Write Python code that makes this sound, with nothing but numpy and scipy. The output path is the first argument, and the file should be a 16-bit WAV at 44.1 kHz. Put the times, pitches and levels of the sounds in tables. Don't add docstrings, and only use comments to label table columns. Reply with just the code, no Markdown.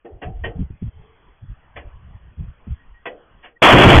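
import sys
import numpy as np
from scipy import signal
from scipy.fft import rfft, irfft
from scipy.io import wavfile
from scipy.ndimage import uniform_filter1d

SR = 44100
rng = np.random.default_rng(int(sys.argv[2]) if len(sys.argv) > 2 else 0)


def master(y):
    cut = np.clip(np.atleast_2d(y).T, -1, 1)
    pcm = np.round(cut * 32767)
    wavfile.write(sys.argv[1], SR, pcm.astype(np.int16))


N = 176400
T, HZ = np.arange(N) / SR, np.fft.rfftfreq(N, 1 / SR)
BAND_HZ = 3480


def blast():
    # freq_hz, relative_db
    roar_spectrum = [(30, -29), (150, -13), (400, -8), (720, .5), (870, -2), (1050, -1.5), (1350, -6),
                     (1700, -7.5), (2300, -6), (2800, -7.5), (3400, -5)]
    # time_s, level_db
    roar_envelope = [(3.62, -1.5), (3.68, 0), (3.725, -2), (3.76, -5), (3.79, -4), (3.835, -3),
                     (3.87, -4.5), (3.925, -3), (4.0, -5.5)]
    # freq_hz, relative_db
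    rumble_spectrum = [(20, -8), (55, -1.5), (130, -1.5), (220, -4.5), (360, -3.5), (600, -15), (1200, -54),
                       (3400, -37)]
    # time_s, level_db
    rumble_envelope = [(3.62, -26), (3.722, -14), (3.738, 0), (3.76, -2.5), (3.79, -6), (3.83, -3.5),
                       (3.865, 1.5), (3.92, -4.5), (3.96, -0.5), (4.0, 1)]
    arrival_s, overpressure_s, shock_db = 3.6202, 0.00062, 4
    roar_rise_s, rough_db = 0.0041, 2
    surge_start_s, surge_rise_s, surge_db = 3.93, 0.021, 2
    age_s, space = np.maximum(T - arrival_s, 0), balcony()
    shock = amp(shock_db) * (age_s / overpressure_s - 1) * np.exp(-age_s / overpressure_s)
    roar_gain = envelope(roar_envelope) * amp(rough_db * noise(HZ < 200))
    roar = (1 - np.exp(-age_s / roar_rise_s)) * roar_gain * noise(colour(roar_spectrum) * space)
    rumble = envelope(rumble_envelope) * noise(colour(rumble_spectrum) * space)
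    surge = amp(surge_db) * np.clip((T - surge_start_s) / surge_rise_s, 0, 1) * eddies(edge_hz=62)
    return (T >= arrival_s) * (shock + roar + rumble + surge)


def knocks():
    # start_s, rise_s, body_db, crack_db, ring_hz
    hits = [(0.047, 0.0031, -37.5, -55.5, 404), (0.215, 0.011, -33, -37.5, 734),
            (0.435, 0.01, -30, -30, 440), (1.758, 0.012, -42, -36.5, 597),
            (3.055, 0.0035, -33.5, -29.5, 510), (3.425, 0.025, -52.5, -41, 500)]
    # freq_hz, relative_db
    body_spectrum = [(60, -22), (200, -5.5), (300, 1.5), (450, 2), (580, -1.5), (740, 2), (950, -14),
                     (1400, -22.5), (3400, -46)]
    # freq_hz, relative_db
    crack_spectrum = [(200, -40), (600, -4), (1150, 0.5), (1400, -3.5), (1900, 5.5), (2300, -2.5),
                      (2600, 1.5), (3400, -7)]
    hold_s, body_t60_s, crack_t60_s = 0.012, 0.39, 0.13
    ring_db, ring_width_hz, ripple_db, ripple_s = 7.5, 70, 3.5, 0.007
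    out, space = np.zeros(N), balcony()
    for start_s, rise_s, body_db, crack_db, ring_hz in hits:
        attack = np.clip((T - start_s) / rise_s, 0, 1)
        age_s = np.maximum(T - start_s - rise_s - hold_s, 0)
        ripple = unit(rfft(rng.standard_normal(N) * (T < ripple_s)).real)
        body = colour(body_spectrum) * amp(ring_db * resonance(ring_hz, ring_width_hz))
        crack = colour(crack_spectrum) * amp(ripple_db * ripple)
        for spectrum, level_db, t60_s in (body, body_db, body_t60_s), (crack, crack_db, crack_t60_s):
            out += attack * amp(level_db - 60 * age_s / t60_s) * noise(spectrum * space)
    return out


def wind():
    # centre_s, length_s, level_db, edge_hz
    gusts = [(.15, 0.054, -40, 90), (0.283, 0.052, -29, 133), (0.376, 0.087, -31, 60.7),
             (0.46, 0.089, -28.5, 92), (0.567, 0.019, -27.5, 120), (0.608, 0.035, -20.5, 184),
             (0.636, 0.05, -28.5, 90), (.708, 0.0071, -27, 192), (0.729, 0.046, -37.5, 112.4),
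             (.826, 0.0079, -25, 234), (0.838, 0.024, -25, 139), (0.876, 0.027, -23, 133),
             (0.992, 0.075, -42, 102), (1.441, 0.032, -35, 115), (1.509, 0.037, -28.5, 100),
             (1.784, 0.051, -39, 95), (1.87, 0.03, -32, 61), (1.955, 0.049, -40, 95),
             (2.082, 0.11, -41.5, 120), (2.157, 0.031, -37.5, 102), (2.27, 0.1, -45, 114),
             (2.403, 0.032, -24.5, 130), (2.439, 0.027, -29.5, 120), (2.492, 0.036, -32.5, 99),
             (2.68, 0.016, -30.5, 225), (2.719, 0.036, -23, 98), (2.915, 0.08, -42.5, 50)]
    squareness, rustle_relative_db = 2.2, -38.5
    rustle = amp(rustle_relative_db) * noise(HZ < BAND_HZ)
    out = np.zeros(N)
    for centre_s, length_s, level_db, edge_hz in gusts:
        swell = np.exp(-abs(1.62 * (T - centre_s) / length_s) ** squareness)
        out += amp(level_db) * swell * (eddies(edge_hz) + rustle)
    return out


def eddies(edge_hz):
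    low_hz, steepness, evenness = 25.9, 4.69, 0.56
    spectrum = (HZ / (HZ + low_hz)) ** 2 / (1 + (HZ / edge_hz) ** steepness)
    swing = signal.hilbert(noise(spectrum))
    power = uniform_filter1d(abs(swing) ** 2, size=700)
    return unit(swing.real / power ** (evenness / 2))


def air():
    # freq_hz, relative_db
    hiss_spectrum = [(20, 1.5), (50, -1), (90, -8), (170, -13), (340, -16.5), (700, -17), (1150, -15),
                     (1400, -18), (1850, -19.5), (2300, -24), (3300, -25)]
    # time_s, level_db
    hiss_envelope = [(0, -65), (.55, -57.5), (.62, -58.5), (.77, -57.5), (.9, -57), (1.12, -54), (1.3, -53),
                     (1.42, -59.5), (1.68, -54), (2.02, -53), (2.36, -56), (2.7, -53.5), (3.0, -57),
                     (3.25, -53.5), (3.47, -54.5), (3.54, -64.5)]
    patch_db = 3
    freq_hz, _, frames = signal.stft(rng.standard_normal(N), SR, nperseg=1024, noverlap=768)
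    patches = uniform_filter1d(rng.standard_normal(frames.shape), size=7, axis=0)
    patches = unit(uniform_filter1d(patches, size=14, axis=1))
    frames = frames * colour(hiss_spectrum, freq_hz)[:, None] * amp(patch_db * patches)
    hiss = signal.istft(frames, nperseg=1024, noverlap=768)[1][:N]
    return unit(lowpass(hiss, BAND_HZ)) * envelope(hiss_envelope)


def tones():
    # centre_s, length_s, pitch_hz, level_db
    swells = [(1.044, 0.13, 439, -56), (2.82, .04, 1884, -60), (2.98, 0.047, 1895, -57),
              (3.57, 0.015, 1895, -56)]
    width_hz = 35
    out = np.zeros(N)
    for centre_s, length_s, pitch_hz, level_db in swells:
        swell = np.exp(-2 * ((T - centre_s) / length_s) ** 2)
        out += amp(level_db) * swell * noise(np.exp(-((HZ - pitch_hz) / width_hz) ** 2))
    return out


def balcony():
    # centre_hz, width_hz, lift_db
    modes = [(122, 19, 8.5), (212, 32, 3), (301.5, 21, 3.5), (355.6, 15, 6.5), (466.8, 39, 7),
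             (584.5, 33, 7.5), (699, 33, 3.5), (786.7, 31, 6.5), (1025, 35.7, 5), (1303, 30, 5.5),
             (1554, 44, 5), (1868, 49, 4.5), (2330, 20, 3.5), (2895, 23, 1.5)]
    gain_db = sum(lift_db * resonance(centre_hz, width_hz) for centre_hz, width_hz, lift_db in modes)
    return amp(gain_db) * (HZ < BAND_HZ)


def resonance(centre_hz, width_hz):
    return 1 / (1 + (2 * (HZ - centre_hz) / width_hz) ** 2)


def amp(db):
    return 10 ** (np.asarray(db) / 20)


def unit(x):
    return x / np.sqrt(np.mean(x ** 2) + 1e-20)


def envelope(points):
    return amp(np.interp(T, *np.transpose(points)))


def colour(points, hz=HZ):
    freq_hz, gain_db = np.transpose(points)
    return amp(np.interp(np.log(hz + 1), np.log(freq_hz), gain_db))


def noise(spectrum):
    return unit(irfft(rfft(rng.standard_normal(N)) * spectrum, N))


def lowpass(x, hz):
    return signal.oaconvolve(x, signal.firwin(601, hz, window=("kaiser", 8), fs=SR), "same")


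def scene():
    return (air() + tones() + wind() + knocks() + blast())[None]


def record(dry):
    input_limit, makeup_db, output_limit, edge_hz = 0.68, 0.78, 0.7, 15900
    saturated = input_limit * np.tanh(dry[0] / input_limit)
    narrow = amp(makeup_db) * lowpass(saturated, BAND_HZ)
    return lowpass(np.clip(narrow, -output_limit, output_limit), edge_hz)[None]


dry = scene()
out = record(dry)
master(out)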